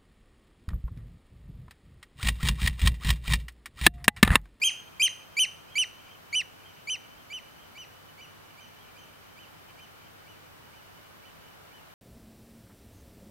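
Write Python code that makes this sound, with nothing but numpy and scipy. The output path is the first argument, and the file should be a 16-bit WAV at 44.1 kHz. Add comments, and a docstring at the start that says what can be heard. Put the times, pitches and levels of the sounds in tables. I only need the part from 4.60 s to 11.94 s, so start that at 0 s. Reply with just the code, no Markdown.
"""An oystercatcher pipes 'kleep' as it flies off over open ground at dusk.
Each call is a harmonic whistle from the syrinx: a low note breaks upward into an arch, which sags
and collapses. Distance dulls and blurs the calls. The surroundings scatter them back, far obstacles
return faint echoes and a second bird answers from afar. Underneath lie a soft hiss and a faint hum."""
import sys
import numpy as np
from scipy import signal
from scipy.fft import rfft, irfft
from scipy.io import wavfile
from scipy.ndimage import map_coordinates

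SR = 44100
rng = np.random.default_rng(int(sys.argv[2]) if len(sys.argv) > 2 else 0)


def unload_wav(signal):
    """Save mono or channel-first audio to the path in sys.argv[1] as 16-bit WAV at rate SR, clipped to [-1, 1]."""
    wavfile.write(
        sys.argv[1],
        SR,
        np.round(np.clip(np.atleast_2d(signal).T, -1, 1) * 32767).astype(np.int16),
    )


N = 323694
TIME_S = np.arange(N) / SR
LEAD_SAMPLES = SR // 2   # run-in, so a call can begin right at the start

# Hiss spectra, in phase and opposed between the channels. Each row: frequency in Hz, relative density in dB.
HISS_MID_SPECTRUM = [(20, -11), (45, -0.5), (130, 1.5), (300, -2.5), (800, -1.4), (1400, -1.55),
                     (2000, -6.5), (3600, -11.5), (5000, -15), (7500, -19.5), (10000, -18.5), (13000, -15),
                     (15500, -18)]
HISS_SIDE_SPECTRUM = [(20, -6), (45, -2), (130, 1.5), (300, 1), (800, -1.5), (1400, -1.5), (2000, -6),
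                      (3000, -9), (3600, -11), (5000, -14.5), (7500, -20), (10000, -19), (13000, -17),
                      (15500, -19)]
# Hum tones. Each entry: frequency in Hz in the first list, rms level in dB in the second.
HUM_TONES_HZ = [90, 100, 160]
HUM_LEVELS_DB = [-75.5, -68.5, -72]
# Colour of scattered sound. Each row: frequency in Hz, gain in dB.
SCATTER_SPECTRUM = [(1500, 1), (2400, -0.5), (3150, 0), (4700, 0.5), (5600, -2), (6300, 2), (8000, 0),
                    (9400, -3), (13000, -20)]
# Echoes from obstacles. Each row: delay in seconds, gain in dB.
OBSTACLE_ECHOES = [(0.096, -14.5), (.565, -25), (0.9, -34)]
# Second bird. Each row: time of the break in seconds, top pitch in Hz, relative level in dB.
ANSWER_CALLS = [(1.10, 3230, -55), (1.494, 3176, -58), (2.042, 3165, -56.5), (2.566, 3190, -63),
                (2.985, 3194, -61), (4.19, 3260, -64.5), (5.42, 3120, -62.5)]
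# Main bird. Each row: time of the break in seconds, top pitch in Hz, low note length in seconds,
# arch length in seconds, level in dB, low note offset in dB, arch overtone offset in dB.
FLIGHT_CALLS = [ (0.0391, 3198, 0.022, 0.07, -23.5, -0.5, -0.5),
                (0.4225, 3170, 0.025, 0.064, -20.5, -3.5, 0.5), (.794, 3082, .026, 0.069, -21.5, -5, 1),
                (1.182, 3051, 0.027, 0.068, -23.5, -4.5, 0.5), (1.7519, 3030, .024, 0.075, -25, -4.5, 0.5),
                (2.2986, 3064, 0.026, 0.073, -31, -4, 5), (2.7297, 3052, .029, 0.075, -38, -5, 0),
                (3.179, 3018, 0.0269, 0.08, -46.5, -4, 4.5), (3.61, 3010, 0.031, 0.061, -51, -2.5, 1.5),
                (4.0, 3060, 0.03, .085, -58, 1.5, 5), (4.377, 3110, 0.032, 0.086, -58, -2, 5),
                (4.792, 3067, 0.0279, 0.077, -55, -2, -4), (5.202, 3080, 0.026, 0.074, -55.5, -1.5, 3),
                (5.682, 2970, 0.029, 0.081, -59.5, -3, 3), (6.152, 3033, 0.03, 0.072, -60.5, -4, 3),
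                (6.654, 3040, 0.027, 0.059, -59.5, -3, 0), (7.13, 3020, 0.025, 0.1, -61, -1, 0)]
# Its bearing. Each row: time in seconds, right ear lag in seconds, left minus right in dB below 7 kHz,
# the same above 7 kHz.
FLIGHT_BEARING = [(0, 2.1e-5, -0.5, 0), (.45, 1e-5, -0.5, 1.9), (.8, 3e-6, -2, 10), (1.2, -4e-6, -3, 7.5),
                  (2.3, -1.2e-5, -2.5, 7.5), (3.6, -1.5e-5, -2, 2)]
# Harmonics 2 to 5 of low note and arch, close by. Each entry: base level in dB re the fundamental.
LOW_HARMONICS_DB = [-9.5, -14.5, -24.5, -26]
ARCH_HARMONICS_DB = [-7, -9, -19, -33]

HALF_CALL_S = 0.1   # call buffer on each side of the break
TOP_AT, COLLAPSE_AT = 0.2544, 0.81   # shares of the arch length


def from_db(db):
    """Decibels to gain."""
    return 10 ** (np.asarray(db) / 20)


def unit_rms(x):
    """Scale to unit rms."""
    return x / np.sqrt(np.mean(x ** 2) + 1e-20)


def coloured(x, spectrum):
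    """Filter by a (Hz, dB) curve."""
    hz, db = np.transpose(spectrum)
    bins_hz = np.maximum(np.fft.rfftfreq(x.shape[-1], 1 / SR), 1)
    return irfft(rfft(x) * from_db(np.interp(np.log(bins_hz), np.log(hz), db)), x.shape[-1])


def drift(rate_hz, size):
    """Smooth random wander, unit rms."""
    lowpass = signal.butter(2, rate_hz, fs=SR, output="sos")
    return unit_rms(signal.sosfilt(lowpass, rng.standard_normal(size + SR))[SR:])


def delayed(x, delay_s):
    """Delay both channels."""
    return np.pad(x, ((0, 0), (round(delay_s * SR), 0)))[:, :x.shape[1]]


def add_call(track, call, break_s):
    """Mix a call into a track that begins with the run-in."""
    at = max(round((break_s - HALF_CALL_S) * SR) + LEAD_SAMPLES, 0)
    track[at:at + len(call)] += call[:len(track) - at]


def hiss(mid_db=-55.5, side_db=-53.5):
    """Steady, wide noise."""
    mid = from_db(mid_db) * unit_rms(coloured(rng.standard_normal(N), HISS_MID_SPECTRUM))
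    side = from_db(side_db) * unit_rms(coloured(rng.standard_normal(N), HISS_SIDE_SPECTRUM))
    return mid + side * [[1], [-1]]


def hum(waver=0.13, wander_rad=0.32):
    """Low tones, wavering slightly in level and phase."""
    total = np.zeros(N)
    for hz, db in zip(HUM_TONES_HZ, HUM_LEVELS_DB):
        tone = np.sqrt(2) * np.sin(2 * np.pi * hz * TIME_S + wander_rad * drift(0.87, N))
        total += from_db(db) * (1 + waver * drift(4.5, N)) * tone
    return total


def scattered(x, t60_s, rise_s, coherence, air_loss_db):
    """Countless small reflections build up and die away; air loss is given at 6 kHz."""
    t = np.arange(3 * SR) / SR
    mid, side = rng.standard_normal((2, len(t)))
    reflections = np.sqrt(1 + coherence) * mid + np.sqrt(1 - coherence) * side * [[1], [-1]]
    envelope = from_db(-60 * t / t60_s) * (1 - np.exp(-t / rise_s))
    response = coloured(unit_rms(reflections * envelope) / np.sqrt(len(t)), SCATTER_SPECTRUM)
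    response = coloured(response, [(3000, 0), (6000, -air_loss_db), (12000, -4 * air_loss_db)])
    return signal.fftconvolve(x[None], response, axes=1)[:, :LEAD_SAMPLES + N]


def landscape(near, far, ground_delay_s=0.012, swell_db=3.5):
    """Short tail from nearby ground, dull echoes from obstacles, long wash that swells and ebbs."""
    tail = scattered(near, t60_s=0.36, rise_s=0.00081, coherence=0.91, air_loss_db=0.2)
    smeared = scattered(near, t60_s=0.13, rise_s=0.0012, coherence=0.81, air_loss_db=7.0)
    echoes = sum(from_db(db) * delayed(smeared, delay_s) for delay_s, db in OBSTACLE_ECHOES)
    wash = scattered(far, t60_s=6.0, rise_s=0.11, coherence=0.8, air_loss_db=5.5)
    wash *= from_db(swell_db * drift(13.0, LEAD_SAMPLES + N))
    return (delayed(tail, ground_delay_s) + echoes + wash)[:, LEAD_SAMPLES:]


def low_note(t, low_s, bend_s=0.0016, scoop_s=0.0025, swell_db=8.5):
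    """Slides in from below, swells, bends up into the break. Returns pitch re the top, gain in dB."""
    progress = np.clip(1 + t / low_s, 0, 1)
    scoop = 0.033 * np.exp(-abs(t + low_s) / scoop_s)
    bend = 0.07 * np.exp(-abs(t) / bend_s)
    return 0.735 + 0.0544 * progress + bend - scoop, swell_db * (progress - 0.5)


def arch(t, arch_s, scoop_s=0.0058, collapse_s=0.0017, db_per_drop=41.5, collapse_db=1.5):
    """Scoops up, sags ever faster, collapses; level follows. Returns pitch re the top, gain in dB."""
    scoop = 0.047 * np.exp(-abs(t) / scoop_s)
    sag = 0.33 * np.clip((t / arch_s - TOP_AT) / (1 - TOP_AT), 0, 1) ** 2.25
    collapse = 0.5 + 0.5 * np.tanh((t - COLLAPSE_AT * arch_s) / collapse_s)
    drop = scoop + sag + 0.116 * collapse
    return 1 - drop, 0.2 - db_per_drop * drop - collapse_db * collapse


def gesture(t, low_s, arch_s, break_s=0.001, attack_s=0.0031, release_s=0.0055):
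    """Register break from low note to arch at t = 0. Returns pitch re the top, gain, low note share."""
    low_pitch, low_db = low_note(t, low_s)
    arch_pitch, arch_db = arch(t, arch_s)
    in_low = np.clip(0.5 - t / break_s, 0, 1)
    pitch = in_low * low_pitch + (1 - in_low) * arch_pitch
    gain = from_db(in_low * low_db + (1 - in_low) * arch_db)
    gate = np.clip(0.5 + (t + low_s) / attack_s, 0, 1) * np.clip((arch_s - t) / release_s, 0, 1)
    return pitch, gate * gain, in_low


def syrinx_cracks(t, low_s, arch_s, band_hz=(2200, 8000), level_db=-23, end_boost_db=3):
    """The syrinx cracks briefly at onset, register break and collapse."""
    at_onset = np.exp(-((t + low_s) / 0.003) ** 2)
    at_break = np.exp(-((t + 0.001) / 0.0025) ** 2)
    at_collapse = from_db(end_boost_db) * np.exp(-((t - COLLAPSE_AT * arch_s) / 0.0081) ** 2)
    bandpass = signal.butter(2, band_hz, "band", fs=SR, output="sos")
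    rasp = unit_rms(signal.sosfilt(bandpass, rng.standard_normal(len(t))))
    return from_db(level_db) * (at_onset + at_break + at_collapse) * rasp


def kleep(top_hz, low_s, arch_s, low_db, overtones_db, remoteness,
          jitter=0.0042, flutter_db=2.0, air_db=4, beak_hz=6500, break_dip_db=6, sag_dip_db=9):
    """One harmonic whistle from the syrinx, centred on its break. Remoteness: 0 close, 1 far."""
    t = np.arange(-HALF_CALL_S * SR, HALF_CALL_S * SR) / SR
    pitch, envelope, in_low = gesture(t, low_s, arch_s)
    in_arch = 1 - in_low
    drop = in_arch * (1 - pitch)
    phase = 2 * np.pi * np.cumsum(top_hz * pitch * (1 + jitter * drift(450, len(t)))) / SR
    # flutters over a long path, grows ragged as the arch collapses
    ragged_db = (0.21 + flutter_db * remoteness + 9 * drop) * drift(267, len(t))
    gain = envelope * from_db(low_db * in_low + ragged_db)
    # overtones dip at the break and halfway down the arch
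    dip_db = break_dip_db * np.exp(-(t / 0.004) ** 2)
    dip_db += sag_dip_db * in_arch * np.exp(-((pitch - 0.83) / 0.1) ** 2)
    voice = np.sin(phase)
    for k, (arch_db, opening_db) in enumerate(zip(overtones_db, LOW_HARMONICS_DB), 2):
        air_loss_db = air_db * remoteness * (2 * k - 3)
        fade_db = drop * (50 * max(k * top_hz / beak_hz - 1, 0) + 20 * remoteness)   # highest first
        db = in_low * (opening_db - air_loss_db) + in_arch * arch_db - dip_db - fade_db
        voice += from_db(db + drift(130, len(t))) * np.sin(k * phase)
    return np.sqrt(2) * gain * (voice + syrinx_cracks(t, low_s, arch_s))


def answering_bird(direct_db=-4, blur_db=-3):
    """Distant calls: air nearly strips the arch of overtones, the long path blurs them."""
    track = np.zeros(LEAD_SAMPLES + N)
    for break_s, top_hz, db in ANSWER_CALLS:
        call = kleep(top_hz, low_s=0.025, arch_s=0.087, low_db=-1.5,
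                     overtones_db=[-24, -40, -55], remoteness=0.67)
        add_call(track, from_db(db) * call, break_s)
    blur = scattered(track, t60_s=0.15, rise_s=0.0025, coherence=0.6, air_loss_db=2)
    return (from_db(direct_db) * track + from_db(blur_db) * blur)[:, LEAD_SAMPLES:]


def from_bearing(x, split_hz=7000):
    """Left and right differ slightly in arrival time, and in level mostly in the treble."""
    times_s, *columns = np.transpose(FLIGHT_BEARING)
    lag_s, low_db, high_db = [np.interp(TIME_S, times_s, column) for column in columns]
    low = signal.sosfiltfilt(signal.butter(2, split_hz, fs=SR, output="sos"), x)
    sides = np.array([[0.5], [-0.5]])
    left, right = low * from_db(sides * low_db) + (x - low) * from_db(sides * high_db)
    return np.array([left, map_coordinates(right, [np.arange(N) - lag_s * SR], order=5)])


def flying_bird(nearest_m=12.7, speed_m_per_s=13.05, remote_m=89, ground_db=-32.5, far_db=-47):
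    """Straight flight, nearest at the start. Returns calls at the listener, near ground and far land."""
    direct, near, far = np.zeros((3, LEAD_SAMPLES + N))
    air_db_per_m = 0.1244 * (1 + np.arange(len(ARCH_HARMONICS_DB))) ** 2.25
    for break_s, top_hz, low_s, arch_s, db, low_db, bright_db in FLIGHT_CALLS:
        distance_m = np.hypot(nearest_m, speed_m_per_s * break_s)
        remoteness = min(distance_m / remote_m, 1) ** 2
        overtones_db = np.array(ARCH_HARMONICS_DB) + bright_db - air_db_per_m * (distance_m - nearest_m)
        call = kleep(top_hz, low_s, arch_s, low_db, overtones_db, remoteness)
        add_call(direct, from_db(db) * call, break_s)
        add_call(near, from_db(ground_db) * (nearest_m / distance_m) ** 2.24 * call, break_s)
        add_call(far, from_db(far_db + 0.22 * db) * call, break_s)   # barely falls with distance
    return direct[LEAD_SAMPLES:], near, far


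def scene():
    """Two birds in open landscape, over hiss and hum."""
    direct, near, far = flying_bird()
    return from_bearing(direct) + answering_bird() + landscape(near, far) + hiss() + hum()


def record(dry, notch_hz=11230, cutoff_hz=15800):
    """Recorder response: narrow treble notch, steep low-pass."""
    notched = signal.lfilter(*signal.iirnotch(notch_hz, Q=20, fs=SR), dry)
    return signal.sosfilt(signal.ellip(12, 0.2, 70, cutoff_hz, fs=SR, output="sos"), notched)


dry = scene()
out = record(dry)
unload_wav(out)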